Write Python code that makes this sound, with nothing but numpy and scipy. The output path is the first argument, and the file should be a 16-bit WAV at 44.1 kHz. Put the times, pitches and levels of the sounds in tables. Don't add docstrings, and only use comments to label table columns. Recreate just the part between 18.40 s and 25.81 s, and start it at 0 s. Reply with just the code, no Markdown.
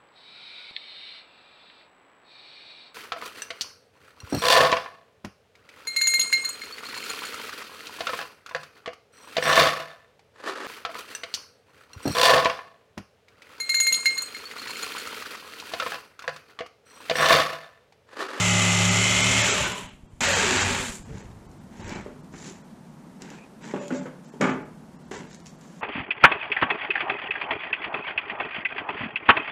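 import sys
import numpy as np
from scipy import signal
from scipy.fft import rfft, irfft
from scipy.io import wavfile
from scipy.ndimage import uniform_filter1d

SR = 44100
rng = np.random.default_rng(int(sys.argv[2]) if len(sys.argv) > 2 else 0)


def nominal_scale(level):
    x = np.asarray(level, float) / 20
    return 10 ** x


def pcm_store(signal):
    levels = np.round(np.clip(np.atleast_2d(signal), -1, 1) * 32767)
    wavfile.write(sys.argv[1], SR, levels.astype(np.int16).T)


N = 326781
T = np.arange(N) / SR
JUMP_S = 1.806

# start_s, cutting_effort_db, chip_spray_db (over the effort)
CUTS = [
    [(0.0, -26, -1.5), (0.55, -25.5, -1.5), (1.02, -23.5, -2.5), (1.24, -26.5, -7), (1.29, -32, -8),
     (1.444, -44, -9), (1.502, -51, -15.5), (1.62, -68.5, -11.5), (1.8, -72, -6)],
    [(1.806, -29, -3), (1.82, -25, -5.5), (1.92, -23.5, -6), (2.17, -24, -7), (2.374, -28.5, -9),
     (2.5, -39, -5), (2.56, -47, 1), (2.62, -59.5, -2.5), (2.7, -74, 0)],
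]


def evened(x):
    return x / np.sqrt(np.mean(x ** 2) + 1e-20)


def curve(rows, column=1, outside=None):
    rows = np.array(rows)
    return np.interp(T, rows[:, 0], rows[:, column], outside, outside)


def read(points, hz):
    f, value = np.transpose(points)
    return np.interp(np.log(hz + 1), np.log(f + 1), value)


def coloured(x, points):
    gain = nominal_scale(read(points, np.fft.rfftfreq(N, 1 / SR)))
    return evened(irfft(rfft(x) * gain, N))


def resonate(x, hz, width):
    turn = np.exp(2j * np.pi * np.cumsum(hz * np.ones(len(x))) / SR)
    r = np.exp(-np.pi * width / SR)
    return 2 * (turn * signal.lfilter([1 - r], [1, -r], x / turn)).real


def grit(per_s, spread_db, depth):
    sizes = nominal_scale(spread_db * np.minimum(rng.exponential(1, N), 5))
    grains = sizes * (rng.random(N) < per_s / SR)
    return evened(rng.standard_normal(N) * (1 + depth * signal.lfilter([1], [1, -.99], grains)))


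def swell(start, rise, hold, db, fall_db_s):
    up = 13 * (np.clip((T - start) / max(rise, .002), 0, 1) - 1)
    return (T > start) * nominal_scale(db + up - fall_db_s * np.maximum(T - start - rise - hold, 0))


def add(mix, s, sound):
    part = mix[round(s * SR):][:len(sound)]
    part += sound[:len(part)]


def saw(speed, rows, layers, hiss, sheet):
    strokes_s = curve(speed)
    strokes = np.cumsum(strokes_s) / SR
    pace = np.clip(strokes_s / 36, 0, 1)
    full_db, rest_db, fan_over_db = layers
    shake_db = rest_db + (full_db - rest_db) * pace ** 2
    spray_db = curve(rows, 2)
    fan_db = spray_db + fan_over_db + 23.5 * (1 - pace)

    pattern = rng.standard_normal(1200)[(strokes % 1 * 1200).astype(int)]
    share = .3 * pace ** 8
    pulse = 1 + 0.067 * np.cos(4 * np.pi * strokes) + 0.05 * np.cos(2 * np.pi * strokes)
    chips = pulse * grit(600, 0.45, .3)
    drive = np.sqrt(share) * pattern + np.sqrt(1 - share) * chips
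    shaking = sum(nominal_scale(db) * evened(resonate(resonate(chips, hz, w), hz, 3 * w)) for hz, w, db in sheet)

    bite = coloured(drive, hiss)
    dull = signal.filtfilt(*signal.butter(4, 4500, fs=SR), bite)
    fan = signal.filtfilt(*signal.butter(4, 9000, "high", fs=SR), bite)
    spray = bite - dull - fan
    cutting = evened(dull) + nominal_scale(spray_db) * evened(spray) + nominal_scale(fan_db) * evened(fan)
    effort = nominal_scale(curve(rows, 1, -150))
    return effort * (cutting + nominal_scale(shake_db - 3.0) * evened(shaking)), strokes


def motor(strokes):
    # start_s, level_db
    drone_db = [(0.0, -25), (0.046, -23.5), (0.6, -22.5), (0.65, -27.5), (1.02, -27.5), (1.06, -33),
                (1.14, -37), (1.2, -58)]
    # stroke_multiple, level_db
    orders = [(1, -36), (2, -19), (3, 2), (4, -21.5), (5, 1), (6, -35.5), (7, -24), (8, -47), (9, -54),
              (10, -15), (11, -15.5), (12, -23)]
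    # start_s, level_db
    whine_db = [(0, -28), (.12, -26.5), (.25, -25), (.4, -27), (.52, -27.5), (.58, -24), (.77, -23.5),
                (.9, -25.5), (1.02, -26.5), (1.12, -40), (1.2, -60)]
    # stroke_multiple, loaded_db, eased_db
    teeth = [(7, -20, -10), (15, -10, -20), (19, -13, -20), (21, -11, -20), (23, -5, -11), (33, -7, -20),
             (35, -6, -20), (36, -9, -7), (38, -8, -20), (39, -8, -20), (40, -9, -14), (53, -14, -10),
             (55, -9, -8), (56, -2, 1), (57, 0, 4), (58, 3, -7), (59, -3, -1), (60, -7, -12), (61, -9, -7),
             (62, -15, -9), (68, -14, -3), (72, -3, -15), (74, -16, -7), (77, -8, -14), (78, -6, -12),
             (80, -16, -4), (82, -12, -7), (83, -6, -12), (84, -14, -5), (86, -8, -12), (91, -12, -6),
             (93, -8, -10)]
    turns = strokes[:3 * SR // 2]
    eased = np.interp(T[:len(turns)], [0.57, 0.64], [0, 1])
    phases = rng.random(len(orders))
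    waver = [evened(signal.lfilter([1], [1, -.999], rng.standard_normal(len(turns)))) for _ in teeth]

    drone = np.zeros(len(turns))
    for (k, db), phase, w in zip(orders, phases, waver):
        level_db = db - (eased if k == 5 else 0)
        depth = .8 if k > 5 else .04
        gain = nominal_scale(level_db) * (1 + depth * uniform_filter1d(w, size=1500))
        drone += gain * np.sin(2 * np.pi * (k * turns + phase))
    whine = np.zeros(len(turns))
    for (k, db, free_db), w in zip(teeth, waver):
        gain = nominal_scale(db + (free_db - db) * eased) * (1 + .25 * w)
        whine += gain * np.sin(2 * np.pi * (k * turns + k * k / 8))
    drone, whine = (np.pad(evened(x), (0, N - len(turns))) for x in (drone, whine))
    return nominal_scale(curve(drone_db, 1, -150)) * drone + nominal_scale(curve(whine_db, 1, -150)) * whine


def rotor():
    # start_s, pitch_hz, level_db
    glides = [
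        [(.95, 1950, -49), (1.0, 1930, -29.5), (1.1, 1410, -34.5), (1.2, 1060, -37), (1.4, 990, -42),
         (1.5, 900, -55)],
        [(1.15, 1550, -47), (1.27, 1480, -31.5), (1.4, 1360, -63)],
        [(1.19, 930, -55), (1.26, 890, -39), (1.31, 870, -54)],
        [(1.06, 430, -51), (1.09, 425, -32), (1.16, 415, -33), (1.2, 410, -52)],
        [(1.22, 365, -55), (1.278, 364, -30), (1.31, 370, -52)],
        [(1.81, 2180, -32), (1.86, 1930, -28), (1.93, 1720, -33), (2.02, 1600, -48)],
        [(1.83, 2620, -40), (1.89, 2600, -33), (1.97, 2630, -37)],
        [(.7, 3120, -65), (.8, 3140, -44), (.88, 3080, -43)],
        [(.86, 1400, -47), (.93, 1370, -35), (.99, 1410, -57)],
        [(1.82, 624, -50), (1.88, 570, -29.5), (1.95, 550, -31), (2.0, 420, -35.5), (2.06, 400, -32),
         (2.15, 352, -29.5), (2.2, 338, -44), (2.4, 260, -59)],
        [(2.06, 200, -58), (2.12, 264, -33), (2.18, 267, -36), (2.25, 400, -57), (2.29, 406, -42),
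         (2.34, 425, -44)],
        [(1.3, 420, -45), (1.37, 440, -39.5), (1.44, 400, -55)],
    ]
    noise = rng.standard_normal(5 * SR // 2)
    hum = np.zeros(len(noise))
    for rows in glides:
        pitch_hz = curve(rows)[:len(noise)]
        blur_hz = .05 * rows[1][1]
        hum += nominal_scale(curve(rows, 2, -150)[:len(noise)]) * evened(resonate(noise, pitch_hz, blur_hz))
    return np.pad(hum, (0, N - len(noise)))


def thumps():
    # start_s, level_db
    slow_strokes = [
        (1.442, -37),
        (1.538, -41),
        (1.634, -37.5),
        (1.735, -38),
        (2.308, -28),
        (2.399, -29),
        (2.496, -30),
        (2.598, -34),
    ]
    out, u = np.zeros(N), np.arange(4000) / SR / 0.0033
    for s, db in slow_strokes:
        add(out, s, nominal_scale(db) * u * (2 - u) * np.exp(-u) * 2)
    return out


def knocks():
    # start_s, level_db, ring_hz, ring_t60_s, clatter_db
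    blows = [(2.696, -28, 128, 0.14, -19), (2.743, -32.5, 190, 0.17, -25), (2.692, -44, 445, 0.27, -7),
             (3.392, -33.5, 219.4, 0.27, -10), (3.499, -42, 144, 0.074, -22), (3.557, -35.5, 186, 0.084, 6),
             (3.662, -23, 426, 0.017, -16), (3.664, -44, 598, 0.14, -11), (3.937, -27.5, 243, 0.02, -6.5),
             (5.338, -11.5, 407, 0.012, -26.5), (5.342, -23, 850, 0.036, -23), (5.359, -26, 257, 0.064, -3),
             (5.41, -32.5, 578, 0.21, -9), (5.506, -23.5, 524, 0.035, -4.5), (5.51, -22, 298, 0.034, -16),
             (5.522, -20.5, 259, 0.095, -20), (5.548, -30.5, 573, 0.2, -12), (5.505, -31, 1460, 0.068, -21),
             (5.584, -28.5, 185, 0.16, -29), (5.617, -28, 242, 0.033, -28), (5.656, -30.5, 502, 0.078, -3),
             (5.66, -36.5, 1290, 0.055, -4), (5.938, -31.5, 413, 0.035, -19),
             (5.942, -38.5, 880, 0.034, -22), (6.001, -22, 198, .04, -27), (6.009, -11.5, 480, 0.02, -1.5),
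             (6.021, -20, 205.7, 0.34, -11), (6.026, -18, 258.5, 0.17, -10), (6.026, -16, 1200, 0.051, -9),
             (6.041, -17.5, 2230, 0.026, -3), (6.072, -23, 1220, 0.085, -11), (6.0112, -22, 2250, 0.04, -1),
             (6.055, -25, 850, 0.16, -7), (6.092, -24, 276, 0.055, 3), (6.712, -31, 403, 0.06, 3),
             (6.728, -40, 225, 0.074, -8), (6.739, -43, 300, 0.036, -8), (6.798, -32, 198, 0.034, -20)]
    # pitch_hz, level_db, t60_s
    modes = [(160, -18, .15), (212, -8, .18), (258, -3, .2), (400, -6, .1), (565, -9, .12), (856, -6, .08),
             (1100, -12, .06), (1373, -16, .06), (1658, -12, .05), (2750, -15, .04), (3200, -16, .04)]
    # pitch_hz, level_db per Hz
    clatter_colour = [(120, -5.5), (200, -3.5), (682, -8), (1200, -9.5), (1600, -10), (2300, -16.5),
                      (3200, -24), (4250, -36.5), (7250, -32), (14000, -81)]
    out, clatter, t = np.zeros(N), np.zeros(N), np.arange(SR // 2) / SR
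    for s, db, hz, t60, clatter_db in blows:
        blow = rng.standard_normal(2000) * (rng.random(2000) < .004) * np.exp(-t[:2000] / 0.0015)
        blow[0] = 1
        shifts = rng.uniform(.975, 1.025, len(modes))
        panel = sum(nominal_scale(d - 60 * t / long) * np.sin(2 * np.pi * f * t * shift)
                    for (f, d, long), shift in zip(modes, shifts))
        panel = (1 - np.exp(-t / 0.0042)) * signal.fftconvolve(blow, panel)[:len(t)]
        local = nominal_scale(-60 * t / max(t60, .01)) * np.sin(2 * np.pi * hz * t)
        add(out, s, nominal_scale(db) * (local + nominal_scale(-12.5) * panel))
        add(clatter, s, nominal_scale(db + clatter_db - 8.0) * np.exp(-t / 0.028) * np.minimum(t / 0.0016, 1))
    out += clatter * coloured(rng.standard_normal(N), clatter_colour)
    return signal.sosfilt(signal.butter(6, 135, "high", fs=SR, output="sos"), out)


def ticks():
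    # start_s, level_db
    snaps = [(2.782, -48), (3.115, -57), (3.445, -48), (3.494, -37), (3.37, -58), (3.428, -44),
             (3.4796, -43), (3.554, -45), (3.845, -58), (3.9345, -60), (3.9874, -47), (4.062, -52),
             (4.064, -47), (6.953, -50), (4.088, -53), (4.122, -45), (7.002, -51), (7.068, -45),
             (4.8205, -36.5), (4.903, -40.5), (4.9836, -61), (5.252, -45), (5.4813, -38.5), (6.0119, -23.5),
             (6.7125, -43.5), (6.7405, -45), (6.9306, -46), (6.9459, -39.5), (5.338, -56), (5.506, -54),
             (5.657, -58), (6.777, -44), (6.79, -44), (5.713, -71), (6.73, -49), (7.06, -44), (7.212, -51)]
    # pitch_hz, level_db per Hz
    snap_colour = [(880, -6), (2500, 0), (5000, 0), (7000, 5), (8200, -7), (11000, -19), (15000, -45)]
    burst, t = np.zeros(N), np.arange(900) / SR
    for s, db in snaps:
        add(burst, s, nominal_scale(db + 0.5) * (np.exp(-t / .0012) + nominal_scale(-12) * np.exp(-t / .006)))
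    return burst * coloured(rng.standard_normal(N), snap_colour)


def squeaks():
    # start_s, length_s, pitch_hz, level_db
    whistles = [
        (4.973, 0.085, 2450, -56.5),
        (5.338, 0.17, 2560, -58.5),
        (5.389, 0.12, 7000, -57),
        (5.56, 0.021, 6680, -55),
        (3.389, 0.23, 870, -51),
        (3.445, 0.17, 1640, -56),
        (3.483, 0.136, 2280, -50),
        (5.292, 0.036, 1900, -52),
        (5.403, 0.1, 3220, -63),
    ]
    out, blur_hz = np.zeros(N), 170
    for s, length, hz, db in whistles:
        noise = rng.standard_normal(round(length * SR))
        whistle = evened(resonate(resonate(noise, hz, blur_hz), hz, 2 * blur_hz))
        add(out, s, nominal_scale(db) * whistle * signal.windows.tukey(len(noise), .3))
    return out


def scrapes():
    # start_s, swell_s, hold_s, rub_db, fizz_db
    rubs = [(2.647, 0.13, 0.025, -42.5, -58), (3.31, 0.09, 0.099, -43.5, -58.5),
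            (3.401, 0.12, 0.034, -34, -65), (3.917, 0.012, 0.092, -52, -58.5),
            (3.956, 0.097, 0.045, -44, -48), (4.802, 0.0093, 0.0087, -41.5, -62),
            (4.847, 0.06, 0.03, -40.5, -77), (5.209, 0.033, 0.046, -36, -57), (5.294, .02, .03, -45, -73),
            (5.384, 0.028, 0.032, -46, -57), (5.52, 0.03, 0.013, -40.5, -47),
            (5.554, 0.0067, 0.006, -71, -78), (5.83, 0.014, 0.11, -74, -65.5),
            (6.71, 0.0048, 0.048, -33.5, -49.5), (6.887, 0.02, .005, -57, -55.5),
            (7.053, 0.0044, 0.0065, -104, -54), (7.187, .04, .2, -57, -64)]
    # pitch_hz, level_db per Hz
    rub_colour = [(88, -51), (150, 0.5), (403, -2.5), (702, -13.5), (913, -5.5), (1190, -18), (1320, -13.5),
                  (1770, -11), (5060, -26.5), (6000, -24), (7800, -25), (13200, -120)]
    fizz_colour = [(880, -1.5), (1500, 2), (2000, 4), (2600, 4.5), (4800, 4), (6420, 9.5), (7560, 10.5),
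                   (8490, -14), (9440, -1), (15000, -50)]
    idle = T > rubs[0][0]
    rub = idle * nominal_scale(-57.5) + sum(swell(s, up, hold, db, 135) for s, up, hold, db, _ in rubs)
    fizz = idle * nominal_scale(-90.5) + sum(swell(s, up, hold, db, 206) for s, up, hold, _, db in rubs)
    dull, bright = grit(300, 1.3, .6), grit(700, 2.1, .5)
    return rub * nominal_scale(-6.0) * coloured(dull, rub_colour) + fizz * coloured(bright, fizz_colour)


def room(x):
    # pitch_hz, t60_s
    decay = [(100, .6), (260, .55), (700, .5), (1840, .45), (4850, .33), (10000, .2)]
    taps = np.zeros(SR)
    at = np.arange(200, SR - 20, 20)
    taps[at + rng.integers(0, 20, len(at))] = rng.choice([-1., 1.], len(at))
    hz, t, z = signal.stft(taps, SR, nperseg=256)
    tail = signal.istft(z * nominal_scale(-60 * t / read(decay, hz)[:, None]), SR, nperseg=256)[1]
    return signal.fftconvolve(x, tail / np.linalg.norm(tail))[:N]


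def air():
    # pitch_hz, level_db per Hz
    tone_colour = [(15, -55), (25, -18.5), (101, -30), (125, -18), (146, 1), (186, -0.5), (250, -1.5),
                   (285, -9), (318, -10.5), (373, -11.5), (415, -15), (927, -17.5), (2560, -35),
                   (9250, -38.5), (15000, -49.5)]
    # peak_s, level_db, fade_db_per_s
    shifts = [
        (1.46, -47, 3.5),
        (2.72, -34.5, 29),
        (3.46, -32.5, 78),
        (3.96, -47, 150),
        (5.49, -70, 36),
        (6.1, -51, 19),
        (6.75, -47, 58),
        (7.08, -62, 72),
    ]
    rumble_colour = [(15, -50), (30, -5.0), (80, -0.5), (120, 1.5), (300, -72)]
    rumble = coloured(rng.standard_normal(N), rumble_colour)
    effort = sum(nominal_scale(curve(rows, 1, -150)) for rows in CUTS)
    tone = nominal_scale(np.where(T < JUMP_S, -52, -44.5)) + nominal_scale(-16.5) * effort
    rise_s = 0.095
    sway = sum(swell(s - rise_s, rise_s, 0, db, fall) for s, db, fall in shifts)
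    sway = sway + nominal_scale(-78) + nominal_scale(-13.5) * effort
    return nominal_scale(-2.5) * tone * coloured(rng.standard_normal(N), tone_colour) + nominal_scale(-8.5) * sway * rumble


def scene():
    # start_s, strokes_per_s
    speeds = [
        [(0.0, 36.3), (0.05, 35.9), (0.26, 35.6), (0.49, 35.7), (.585, 35.75), (0.625, 36.75), (.8, 37.0),
         (0.87, 37.42), (1.01, 37.5), (1.1, 37.9), (1.25, 33), (1.4, 20), (1.8, 9)],
        [(1.8, 32), (2.1, 32), (2.3, 25), (2.45, 14), (2.7, 9)],
    ]
    # shaking_db at full speed and shaking_db at rest (over effort), fan_db (over spray)
    balances = [
        (-7, 0, -15),
        (-8, 0, -17.5),
    ]
    # pitch_hz, level_db per Hz
    colours = [
        [(350, -29.5), (600, -2.5), (705, -13), (840, -7.5), (961, -11.5), (1210, -8), (1650, -10), (2100, -7), (2370, -5.5), (3060, -5.5), (4900, -21), (7340, -14), (8740, -29), (10700, -34), (11200, -42), (14200, -47), (15000, -61)],
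        [(350, -55), (600, 0), (705, -2.5), (923, 4), (1010, -0.5), (1620, 3.5), (2020, 1), (2160, 1.5), (2370, 2.5), (5460, -8.5), (7440, -2), (8400, -15.5), (10700, -28), (11300, -39), (13100, -33), (15000, -47)],
    ]
    # pitch_hz, width_hz, level_db
    sheets = [
        [(75, 23, -10), (119, 45, -4), (185, 10.4, -2), (243, 38, -6), (386.4, 9.6, -9), (425, 21, -13.5), (570, 75, -25)],
        [(94, 12, 9), (190, 16, 7), (243, 23, 9), (320, 22, -10), (385, 24, 6), (502, 24, 3.5), (561.5, 13, 2)],
    ]
    runs = zip(speeds, CUTS, balances, colours, sheets)
    (first, strokes), (second, _) = (saw(*run) for run in runs)
    tool = first + second + motor(strokes) + rotor() + thumps()
    hits = knocks() + ticks()
    return (tool + hits + nominal_scale(-7.0) * room(hits) + squeaks() + scrapes() + air())[None]


def streaked(x):
    # pitch_hz, share_lost 0-1
    strip_share = [(9000, .04), (10600, .12), (11100, .45), (11600, .2), (13600, .25), (14100, .5),
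                   (15000, .45)]
    hz, _, z = signal.stft(x, SR, nperseg=1024)
    chance = rng.standard_normal(z.shape[::-1]).T
    chance = uniform_filter1d(uniform_filter1d(chance, size=6, axis=1), size=3, axis=0)
    rank = chance.ravel().argsort().argsort().reshape(z.shape) / z.size
    top = (hz > 9000)[:, None]
    share = read(strip_share, hz)[:, None]
    gain = np.where((rank < share) & top, nominal_scale(-14), 1 + share * top / 2)
    return signal.istft(z * gain, SR, nperseg=1024)[1][:N]


def thinned(x):
    # centre_s, from_hz, share_lost 0-1
    moments = [(0.11, 1000, 0), (0.502, 1000, 0.23), (0.828, 900, 0.3), (1.105, 2040, 0.2),
               (1.128, 1000, 0.2), (1.338, 4000, 0.6), (2.188, 3500, 0.22), (2.23, 2480, 0.21),
               (3.08, 1520, 0.7), (3.196, 1800, 0.33), (6.668, 2000, 0.24), (6.768, 1000, 0.2),
               (4.763, 2000, 0), (4.025, 2500, 0), (1.675, 1930, 0.6), (1.692, 1930, 0.6),
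               (1.943, 1000, 0.32), (3.633, 4600, 0.24), (2.314, 3000, 0.17), (2.642, 1000, 0.43),
               (2.824, 3700, 0.6), (3.463, 4200, 0.56), (3.428, 3830, 0.76), (3.555, 2500, 0.26),
               (3.823, 2100, 0.63), (4.231, 2500, 0.6), (5.239, 3900, 0.26), (5.404, 1000, 0.4),
               (5.564, 1500, 0.37), (5.588, 3800, 0.5), (5.611, 3780, 0.75), (5.866, 2980, 0.2),
               (5.914, 1700, 0.64), (6.122, 4000, 0.7), (6.238, 3100, 0.6), (6.569, 2220, 0.64),
               (6.582, 2200, 0.78), (1.03, 7000, 0.73), (1.26, 6000, 0.3), (1.478, 3500, 0.5),
               (1.508, 4000, 0.5), (1.87, 7500, 0.5), (6.64, 3500, .3), (6.925, 2000, 0.25),
               (6.883, 2500, 0.3), (6.981, 1110, 0.5), (7.028, 1100, 0.4), (7.174, 3600, 0.3)]
    out, hz = x.copy(), np.fft.rfftfreq(2048, 1 / SR)
    centres = np.arange(1674, N - 1024, 2048) / SR
    mild = [(s, 2500, .14) for s in centres if rng.random() < 2 / 11 and abs(s - JUMP_S) > .05]
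    for s, low_hz, lost in [*mild, *moments]:
        z = rfft(out[round(s * SR) - 1024:][:2048] * signal.windows.hann(2048) ** 2)
        strip = uniform_filter1d(abs(z), size=4) / (uniform_filter1d(abs(z), size=40) + 1e-12)
        kept = strip > np.quantile(strip, min(.38 + .7 * lost, .96))
        kept = kept * np.where((hz < 8500) | (lost < .2), 1, .1)
        add(out, s - 1024 / SR, irfft(z * (hz > low_hz) * (1.3 * kept - 1)))
    return out


def band_limit(x):
    return signal.sosfilt(signal.butter(12, 15130, fs=SR, output="sos"), x)


def record(dry):
    power_db = 10 * np.log10(abs(uniform_filter1d(dry[0] ** 2, size=600)) + 1e-12)
    fall = T * 75.0
    over_db = np.maximum(np.maximum.accumulate(power_db + fall) - fall + 24.0, 0)
    held = dry[0] / nominal_scale(0.26 * uniform_filter1d(over_db, size=200))
    held = signal.oaconvolve(held, signal.firwin(255, 15300, fs=SR), "same")
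    mix = thinned(streaked(held))[None]
    return band_limit(mix)


dry = scene()
out = record(dry)
pcm_store(out)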